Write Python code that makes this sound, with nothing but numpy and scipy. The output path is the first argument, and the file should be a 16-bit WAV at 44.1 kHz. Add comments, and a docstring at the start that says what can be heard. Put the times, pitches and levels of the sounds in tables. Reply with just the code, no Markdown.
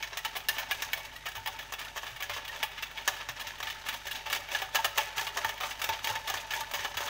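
"""A wire whisk beats thin batter in a plastic bowl, about four and a half sweeps a second, in a small kitchen.
From the start bright touches clack on the wall, dull ones slosh softly, and clicks skitter after both; between
them the wires tear a swish from the batter and leave ringing bubbles. Hollow bowl notes bend, soft bumps fall.
After about four seconds the strokes swell, and from 4.8 s the hand bears down and the bowl rings more.
Mains hum, made of sines, and a rumble with hiss, made of coloured noise, lie underneath to the end."""
import sys
import numpy as np
from scipy import signal
from scipy.fft import rfft, irfft
from scipy.io import wavfile

SR = 44100
rng = np.random.default_rng(int(sys.argv[2]) if len(sys.argv) > 2 else 0)


def materialize(psi):
    """Save the field psi as 16-bit PCM at rate SR to the path in sys.argv[1].

    A 1-D psi becomes a single channel; in a 2-D psi each row is a channel.
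    """
    bounded = np.clip(np.atleast_2d(psi).T, -1, 1)
    quanta = np.round(bounded * 32767).astype(np.int16)
    wavfile.write(sys.argv[1], SR, quanta)


N = 312649
T = np.arange(N) / SR

# mains lines: (frequency [Hz], rms level [dB])
HUM = [(49.7, -60), (99.2, -68), (149, -69)]
# colour of the still room: (frequency [Hz], relative density [dB per Hz])
ROOM_COLOUR = [(20, 0.5), (45, -10), (80, 5), (115, 0), (180, -11.5), (400, -8), (1500, -32), (6000, -16.5),
               (15000, -28)]
ROOM_RMS_DB = -61
# bumps of the bowl rocking on the counter: (time [s], relative level [dB])
THUMPS = [(1.37, -42), (2.118, -46), (2.298, -46), (3.291, -45), (4.843, -48), (5.448, -42), (5.887, -41),
          (6.099, -37.5), (6.338, -42), (6.952, -41.5)]
# sweeps of the whisk through the batter, about one a turn: (time [s], stroke level [dB], hold [s])
SWEEPS = [(-0.02, -46, 0.026), (0.222, -47.5, 0.026), (0.482, -45, 0.058), (0.67, -44.5, 0.13),
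          (0.908, -49.5, 0.046), (1.24, -59, 0.19), (1.43, -50, 0.13), (1.775, -46, 0.055),
          (1.955, -52, 0.14), (2.206, -54.5, 0.15), (2.48, -47, 0.1), (2.57, -48.5, 0.014),
          (2.786, -54, 0.0081), (2.96, -48, 0.014), (3.04, -45, 0.046), (3.346, -47.5, .1),
          (3.61, -46, 0.11), (3.834, -43, 0.084), (4.028, -47.5, 0.13), (4.284, -37.5, 0.017),
          (4.495, -38, 0.037), (4.714, -37, 0.013), (4.941, -37, 0.016), (5.15, -36.5, 0.027),
          (5.322, -42, 0.12), (5.609, -39, 0.022), (5.798, -42.5, 0.1), (6.013, -39.5, .08),
          (6.241, -41, 0.098), (6.496, -38.5, 0.044), (6.711, -42, 0.091), (6.959, -40, 0.082)]
SWEEP_ATTACK_S, SWEEP_RELEASE_DB_PER_S = 0.036, 117
STIR_DB = -50.5  # the batter keeps swirling between sweeps
# the hand bears down from this time on, and the bowl rings more
FIRM_FROM_S, FIRM_RISE_S, LIGHT_HAND_DB = 4.8, 0.77, -9
# hollow notes of the bowl as the wires knock or press on it, each bending a little:
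# (time [s], pitch [Hz], relative level [dB])
HOLLOW_NOTES = [(0.257, 878, -34.5), (1.163, 1894, -41.5), (1.288, 1670, -39), (1.382, 897, -39),
                (1.475, 880, -35), (2.641, 857, -34), (3.945, 920, -40), (4.273, 887, -38.5),
                (4.553, 1717, -27.5), (4.794, 886, -28), (4.993, 865, -28), (5.197, 1723, -30),
                (5.453, 892, -28.5), (5.899, 897, -28.5), (6.106, 899, -34), (6.17, 893, -34.5),
                (6.54, 1717, -30), (6.58, 917, -33.5), (6.615, 892, -32.5)]
# fainter notes that every touch wakes: (pitch [Hz], level relative to the touch [dB])
FAINT_NOTES = [(1760, -24.5), (2300, -28.5), (3250, -25.5)]
# colour of the torn batter: (frequency [Hz], relative density [dB per Hz])
SWISH_COLOUR = [(120, -62), (200, -24), (407, -15.5), (506, -21), (575, -9.5), (812, -11), (890, 6),
                (1050, -20), (1510, -7.5), (1740, -3.5), (1980, -6.5), (6240, -13.5), (9660, -23.5),
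                (15500, -19)]
# colour of wire on plastic: (frequency [Hz], relative density [dB per Hz])
TOUCH_COLOUR = [(120, -56), (200, -31), (462, -33.5), (575, -5), (677, -2.5), (890, -4), (1030, -0.5),
                (1450, -12), (1740, 5.5), (1980, -5.5), (2960, -3.5), (4030, -6.5), (6130, -7),
                (10000, -16), (15500, -3)]
# clear touches of the whisk: bright rows are clacks on the wall, dull ones soft sloshes of batter:
# (time [s], relative level [dB], hollowness [dB], brightness [dB], t60 of the skitter [s])
CONTACTS = [(0.026, -18.5, -26, -18, 0.08), (0.131, -28, -9.5, -24, 0.16), (0.171, -19, -15, -12, 0.061),
            (0.249, -16.5, -17.5, -18.5, 0.082), (0.354, -21, -9.5, -18, 0.083),
            (0.366, -21.5, -12.5, -10, 0.064), (0.486, -10, -18.5, -13.5, 0.038),
            (0.567, -26, -9, -25, 0.052), (0.583, -19.5, -12, -12, 0.14), (0.711, -13, -18, -15, 0.049),
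            (0.821, -17, -18, -12, 0.07), (0.932, -14, -17.5, -12, 0.047), (0.974, -27, -8, -15, 0.13),
            (1.05, -28, -11.5, -17, 0.087), (1.162, -30, -19, -16, 0.051), (1.257, -27, -6.5, -13, 0.086),
            (1.264, -20.5, -16, -21, 0.052), (1.286, -30, -22, -10, 0.07),
            (1.353, -27.5, -11.5, -13.5, 0.18), (1.46, -20.5, -8.5, -15, 0.051),
            (1.474, -20, -12, -13.5, 0.055), (1.59, -29.5, -12, -15.5, 0.21),
            (1.723, -23.5, -9.5, -11.5, 0.028), (1.737, -22, -15, -15, 0.044),
            (1.792, -25.5, -23, -16, 0.098), (1.814, -26, -26, -16, 0.086),
            (1.961, -25.5, -11.5, -15, 0.098), (1.976, -19, -18.5, -19.5, 0.038),
            (2.032, -25.5, -11, -20, 0.098), (2.066, -26.5, -14, -19, 0.21), (2.204, -24, -12, -18, 0.049),
            (2.224, -20, -32, -12.5, 0.1), (2.296, -19.5, -11, -17, 0.11), (2.333, -23, -23, -22, 0.2),
            (2.364, -22.5, -11, -20, 0.12), (2.45, -25.5, -33, -17, 0.047), (2.479, -22, -26, -16, 0.035),
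            (2.528, -29.5, -8, -26, 0.21), (2.629, -13.5, -16, -17, 0.097), (2.778, -25.5, -24, -23, 0.11),
            (2.824, -19, -24, -19, 0.086), (2.913, -33.5, -7, -18, 0.053), (2.975, -24, -15, -24, 0.18),
            (3.077, -9.5, -13, -12.5, 0.059), (3.205, -23, -10, -29, 0.064),
            (3.288, -22, -14, -15.5, 0.087), (3.398, -23, -22, -16, 0.047), (3.411, -26, -13, -17, 0.095),
            (3.47, -25, -36, -16, 0.21), (3.603, -20.5, -14.5, -19, 0.027), (3.628, -19, -20, -15, 0.046),
            (3.671, -20.5, -20, -23, 0.07), (3.701, -20.5, -31, -18, 0.07), (3.865, -24.5, -14, -22, 0.048),
            (3.887, -16, -22, -15, 0.058), (3.927, -23.5, -22, -15, 0.11), (4.069, -20.5, -19, -16, 0.051),
            (4.112, -20, -40, -18, 0.097), (4.149, -22.5, -32, -20, 0.19), (4.26, -23.5, -14, -23, 0.11),
            (4.3, -22.5, -13, -18, 0.1), (4.328, -11, -18, -18, 0.032), (4.358, -20.5, -17, -18, 0.07),
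            (4.487, -29.5, -8.5, -19, 0.07), (4.516, -22.5, -15, -21, 0.084),
            (4.549, -15.5, -13.5, -22, 0.046), (4.618, -21.5, -6, -13.5, 0.088),
            (4.748, -18.5, -6, -13, 0.056), (4.755, -9, -12, -14.5, 0.033), (4.788, -25, -4, -25, 0.043),
            (4.845, -11.5, -10.5, -15.5, 0.066), (4.977, -10.5, -14.5, -15.5, 0.08),
            (5.18, -14.5, -12.5, -18, 0.047), (5.268, -18.5, -14, -18, 0.058),
            (5.371, -16.5, -10.5, -15, 0.079), (5.446, -18.5, -4.5, -15, 0.036),
            (5.492, -22, -8, -14, 0.055), (5.603, -21.5, -11, -15.5, 0.2), (5.635, -19, -13, -20, 0.078),
            (5.709, -20.5, -24, -19, 0.07), (5.796, -28, -5, -12, 0.04), (5.817, -17, -17, -14, 0.045),
            (5.841, -18, -13, -12, 0.049), (5.89, -16, -11, -16.5, 0.053), (5.934, -18.5, -15, -23, 0.032),
            (6.044, -14, -19, -16, 0.023), (6.072, -18, -12, -14, 0.041), (6.099, -25, -6, -14, 0.081),
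            (6.154, -17, -17, -21, 0.041), (6.274, -18, -14.5, -18, 0.075), (6.3, -19.5, -6.5, -8, 0.027),
            (6.34, -20, -9, -12, 0.045), (6.373, -29, -22, -20, 0.07), (6.506, -17.5, -17, -20.5, 0.055),
            (6.537, -20, -12.5, -15, 0.039), (6.606, -21.5, -9, -15, 0.054), (6.712, -25.5, -7, -12, 0.033),
            (6.737, -19, -10.5, -13.5, 0.13), (6.792, -23, -12, -32, 0.12), (6.847, -18, -6.5, -18, 0.044),
            (6.943, -28, -9, -13, 0.046), (6.97, -18.5, -11, -13.5, 0.066), (7.006, -25.5, -4.5, -18, 0.11),
            (7.08, -22, -9, -21, 0.062)]
# light grazes besides the clear touches; their level is counted from the stroke level
GRAZES_PER_S = 6
GRAZE_DB, GRAZE_HOLLOW_DB, GRAZE_BRIGHT_DB, GRAZE_T60_S = 17.5, -18.5, -18.5, 0.042
# resonances of the bowl and the wires: (frequency [Hz], width [Hz], lift, or dip if negative [dB])
BOWL_RESONANCES = [(409.3, 31, 9.5), (578, 13, 8.5), (660, 7.3, 5.5), (768, 17.5, 8), (880, 36, 2),
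                   (1300, 140, 3), (1886, 26, 2.5), (2280, 110, 1.5), (2950, 420, 3.5), (3470, 120, 2),
                   (3750, 45, 6.5), (4066, 66, -21), (6220, 690, 4)]
CUTOFF_HZ = 15700


def from_db(db):
    """Decibels to amplitude."""
    return 10 ** (np.asarray(db) / 20)


def rms_one(x):
    """Scale a signal to rms 1."""
    return x / np.sqrt(np.mean(x ** 2) + 1e-20)


def cut(x, hz, kind, order=2):
    """Butterworth low- or high-pass."""
    return signal.sosfilt(signal.butter(order, min(hz, .45 * SR), kind, fs=SR, output="sos"), x)


def coloured(x, spectrum):
    """Filter a sound by a curve of (frequency [Hz], gain [dB]); rms 1."""
    hz, db = np.transpose(spectrum)
    bins = np.maximum(np.arange(len(x) // 2 + 1) * SR / len(x), 1)
    gain = from_db(np.interp(np.log(bins), np.log(hz), db))
    return rms_one(irfft(rfft(x) * gain, len(x)))


def drift(rate):
    """Slow chance: random knots, rate of them a second, joined by lines; rms 1."""
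    knots = rng.standard_normal(4096)
    return rms_one(np.interp(T * rate, np.arange(len(knots)), knots))


def resonance(x, hz, width_hz):
    """Two-pole resonance with gain 1 on top."""
    r = np.exp(-np.pi * width_hz / SR)
    b = np.array([1, 0, -1]) * (1 - r * r) / 2
    a = [1, -2 * r * np.cos(2 * np.pi * hz / SR), r * r]
    return signal.lfilter(b, a, x + 1e-18)


def flicks(per_s, spread_db):
    """Clicks at random moments, uneven in size and sign."""
    gaps, sizes, signs = rng.random((3, 40000))
    at = (np.cumsum(-np.log(1 - gaps)) * SR / per_s).astype(int)
    # sqrt(12) turns the spread of a uniform draw into 1
    strength = from_db(spread_db * np.sqrt(12) * (sizes - .5)) * np.sign(signs - .5)
    return np.bincount(at[at < N], strength[at < N], N)


def add(out, s, sound):
    """Mix a short sound in at time s."""
    start = int(np.clip(s * SR, 0, N - 1))
    out[start:start + len(sound)] += sound[:N - start]


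def still_room():
    """Mains hum over a steady low rumble and hiss."""
    hum = sum(from_db(db) * np.sqrt(2) * np.sin(2 * np.pi * (hz * T + rng.random())) for hz, db in HUM)
    return hum + from_db(ROOM_RMS_DB) * coloured(rng.standard_normal(N), ROOM_COLOUR)


def kitchen(x, wet_db=-12.5, t60=0.98, treble_t60=0.32, treble_db=5.0, split_hz=5000, build_s=0.0042):
    """Diffuse echoes build up within a few milliseconds; the treble dies first."""
    t = T[:SR // 2]
    noise = rng.standard_normal(len(t))
    body = cut(noise, split_hz, "low") * from_db(-60 * t / t60)
    treble = cut(noise, split_hz, "high", order=4) * from_db(treble_db - 60 * t / treble_t60)
    tail = (body + treble) * (1 - np.exp(-t / build_s))
    return from_db(wet_db) * signal.oaconvolve(x, tail / np.linalg.norm(tail))[:N]


def thumps(thump_db=-3.0, thump_hz=98, pitch_spread=0.14, swell_s=0.0091, t60=0.28):
    """The weight of the bowl settles on the counter with a soft, low bump."""
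    out, t = np.zeros(N), T[:SR // 3]
    envelope = np.minimum(t / swell_s, 1) * from_db(-60 * t / t60)
    for (s, db), shift in zip(THUMPS, rng.standard_normal(len(THUMPS))):
        hz = thump_hz * (1 + pitch_spread * shift)
        add(out, s, from_db(db + thump_db) * envelope * np.sin(2 * np.pi * hz * t))
    return out


def stroke_level():
    """Stroke level in dB: every sweep swells, holds and dies into the steady swirl."""
    power = from_db(STIR_DB) ** 2
    for s, db, hold_s in SWEEPS:
        attack = np.clip((T - s) / SWEEP_ATTACK_S, 0, 1)
        released_s = np.clip(T - s - SWEEP_ATTACK_S - hold_s, 0, 1)
        power = power + (attack * from_db(db - SWEEP_RELEASE_DB_PER_S * released_s)) ** 2
    return 10 * np.log10(power)


def sloshing(stroke_db, rumble_db=-26.0, rumble_hz=92, glug_db=-24.0, glug_hz=255, glugs_per_s=25,
             glug_follows=0.45):
    """The mass of batter swings with each stroke: the bowl rumbles and big air pockets glug softly."""
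    rumble = rms_one(resonance(resonance(rng.standard_normal(N), rumble_hz, 50), rumble_hz, 66))
    pockets = flicks(glugs_per_s, spread_db=1.0)
    glugs = rms_one(resonance(resonance(pockets, glug_hz, 48), glug_hz, 106))
    # the glugs follow the strokes less than the rumble does
    swing_db = stroke_db.mean() + glug_follows * (stroke_db - stroke_db.mean())
    return from_db(stroke_db + rumble_db) * rumble + from_db(swing_db + glug_db) * glugs


def pressure_db(s):
    """How firmly the whisk presses on the bottom: light at first, then 0 dB."""
    return np.interp(s, [FIRM_FROM_S, FIRM_FROM_S + FIRM_RISE_S], [LIGHT_HAND_DB, 0])


def bowl_ring(stroke_db, ring_db=-9.0, ring_hz=900, width_hz=100, fitful_db=2.0, lower_hz=640, lower_db=-7.0):
    """Wires slipping over the bottom keep its modes sounding in fits, more so once the hand bears down."""
    slips = flicks(500, spread_db=9.5)
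    main = rms_one(resonance(resonance(slips, ring_hz, width_hz), ring_hz, 2 * width_hz))
    lower = rms_one(resonance(resonance(slips, lower_hz, 2 * width_hz), lower_hz, 2 * width_hz))
    ring = from_db(fitful_db * drift(25)) * main
    ring = ring + from_db(lower_db + fitful_db * drift(25)) * lower
    return from_db(stroke_db + pressure_db(T) + ring_db) * ring


def note(hz, swell_s=0.0065, t60_at_1k=0.073, bend=0.016):
    """A hollow note swells while a wire drags, then dies, the higher ones sooner; its pitch bends a little."""
    t = T[:SR // 10]
    t60 = t60_at_1k * np.sqrt(1000 / hz)
    envelope = np.minimum(t / swell_s, 1) * from_db(-60 * np.maximum(t - swell_s, 0) / t60)
    pitch = hz * (1 + bend * rng.standard_normal() * np.tanh(t / swell_s - 1))
    return envelope * np.sin(2 * np.pi * np.cumsum(pitch) / SR)


def hollow_notes(contacts, loud_db=4.0, lead_s=.007, lag_s=0.013, detune=0.0413, uneven_db=5.0):
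    """Loud hollow notes, and faint notes just after every touch, detuned by the sloshing batter."""
    out = np.zeros(N)
    for s, hz, db in HOLLOW_NOTES:
        # the swell starts ahead of the listed time
        add(out, s - lead_s, from_db(db + loud_db) * note(hz))
    for s, db, *_ in contacts:
        for hz, note_db in FAINT_NOTES:
            shift, size = rng.standard_normal(2)
            level = from_db(db + note_db + uneven_db * size)
            add(out, s + lag_s * rng.random(), level * note(hz * (1 + detune * shift)))
    return out


def batter(stroke_db, swish_db=-2.5, spray_db=-5.0, bubble_db=-7.5, spray_hz=5000, spray_growth=1.6,
           tears_per_s=3600, bubbles_per_s=22, cycles=24.0, bubble_hz=1700, lumpy_db=3.0, count=30):
    """The wires tear the surface in tiny snaps and whip in bubbles that ring briefly."""
    tearing = coloured(flicks(tears_per_s, spread_db=3.0), SWISH_COLOUR)
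    swish_level = from_db(stroke_db + swish_db + lumpy_db * drift(120))
    swish = swish_level * cut(tearing, spray_hz, "low", order=3)
    # fine spray grows faster with the stroke than the swish does
    spray_stroke_db = stroke_db.mean() + spray_growth * (stroke_db - stroke_db.mean())
    spray_level = from_db(spray_stroke_db + spray_db + lumpy_db * drift(120))
    spray = spray_level * cut(tearing, spray_hz, "high", order=3)
    # bubbles of many sizes, the middling ones loudest
    bubbles = np.zeros(N)
    for hz in np.geomspace(520, 3500, count):
        weight = 1 / (1 + np.log(hz / bubble_hz) ** 2)
        pops = flicks(bubbles_per_s, spread_db=10.5)
        bubbles += weight * rms_one(resonance(pops, hz, hz / cycles))
    return swish + spray + from_db(stroke_db + bubble_db) * rms_one(bubbles)


def grazes(stroke_db):
    """Light touches at loosely even moments, as strong as the stroke; rows like those of the clear touches."""
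    offsets = rng.random(256)
    moments = (np.arange(len(offsets)) + offsets) / GRAZES_PER_S
    return [(s, stroke_db[int(s * SR)] + GRAZE_DB, GRAZE_HOLLOW_DB, GRAZE_BRIGHT_DB, GRAZE_T60_S)
            for s in moments if s < T[-1]]


def crowded_modes(t60, ping_db, patchy_db=3.0, count=10):
    """One click sets off a crowd of quickly damped modes, of which a few stand out as pings; energy 1."""
    t = T[:SR // 8]
    ping_hz = np.exp(rng.uniform(np.log(1100), np.log(9000), (count, 1)))
    pings = rms_one(np.sin(2 * np.pi * ping_hz * t).sum(0))
    # every spot on the wall has a colour of its own
    colour = [(hz, db + patchy_db * rng.standard_normal()) for hz, db in TOUCH_COLOUR]
    crowd = rng.standard_normal(len(t)) + from_db(ping_db) * pings
    response = coloured(crowd, colour) * from_db(-60 * t / t60)
    return response / np.linalg.norm(response)


def wire_response(low_t60, mid_t60, high_t60, low_hz, high_hz, ping_db):
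    """How one wire rings: the plastic wall gives the body of a touch, the steel its tick; low, mid, high."""
    low = cut(crowded_modes(low_t60, ping_db), low_hz, "low", order=3)
    mid = cut(crowded_modes(mid_t60, ping_db), low_hz, "high", order=3)
    mid = cut(mid, high_hz, "low", order=3)
    high = cut(crowded_modes(high_t60, ping_db), high_hz, "high", order=3)
    return low, mid, high


def touches(contacts, low_db=25.0, mid_db=11.0, high_db=22.5, low_t60=0.09, mid_t60=0.047, high_t60=0.041,
            low_hz=1200, high_hz=5000, uneven_db=7.5, colour_db=2.0, first_db=1.5, scrape_db=-32.0,
            scrape_rise_db_per_s=12000, ping_db=-5.0, wire_gap_s=.0027, count=14, size=6):
    """Wires scrape in softly, one hits, the others skitter after it; each wire rings in its own way."""
    responses = [wire_response(low_t60, mid_t60, high_t60, low_hz, high_hz, ping_db) for _ in range(count)]
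    force = np.zeros((count, 3, N + SR))  # wire, band, time
    for s, db, hollow_db, bright_db, skitter_t60 in contacts:
        gaps, sizes, choice = rng.random((3, 40))
        after = np.cumsum(wire_gap_s * (.25 + 1.5 * gaps))
        after -= after[size]  # this many clicks come before the hit
        # a dull contact is cushioned by batter and comes in more slowly
        scraping = min(scrape_db, db) + scrape_rise_db_per_s * from_db(bright_db) * after
        skittering = db - 60 * after / max(skitter_t60, .005)
        strength = from_db(np.where(after < 0, scraping, skittering))
        strength[size] = from_db(db + first_db)
        # only three neighbouring wires face the wall at a time
        wires = (rng.integers(count) + (3 * choice).astype(int)) % count
        at = (np.maximum(s + after, 0) * SR).astype(int)
        for band, band_db in enumerate([low_db + hollow_db, mid_db, high_db + bright_db]):
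            # the energy of the touch is shared unevenly among its clicks
            unevenness = uneven_db * (sizes - .5) + colour_db * rng.standard_normal(len(at))
            shares = strength * from_db(unevenness)
            shares = np.linalg.norm(strength) * shares / np.linalg.norm(shares)
            force[wires, band, at] += from_db(band_db) * shares
    out = np.zeros(N)
    for wire, rings in zip(force, responses):
        for clicks, response in zip(wire, rings):
            out += signal.oaconvolve(clicks[:N], response)[:N]
    return out


def through_bowl(x):
    """The bowl and wires lift their resonances, dip one band, and radiate little bass."""
    shaped = x + sum((from_db(db) - 1) * resonance(x, hz, width) for hz, width, db in BOWL_RESONANCES)
    return cut(shaped, 311, "high", order=3)


def scene():
    """Whisk, batter and bowl in the kitchen; only the whisking is echoed by the room."""
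    stroke_db = stroke_level()
    underneath = sloshing(stroke_db) + thumps() + still_room()
    contacts = list(CONTACTS) + grazes(stroke_db)
    ringing = bowl_ring(stroke_db) + hollow_notes(contacts)
    whisking = ringing + through_bowl(batter(stroke_db) + touches(contacts))
    return (whisking + kitchen(whisking) + underneath)[None]


def record(dry):
    """A steep elliptic low-pass cuts the top."""
    return signal.sosfilt(signal.ellip(12, .2, 80, CUTOFF_HZ, fs=SR, output="sos"), dry)


dry = scene()
out = record(dry)
materialize(out)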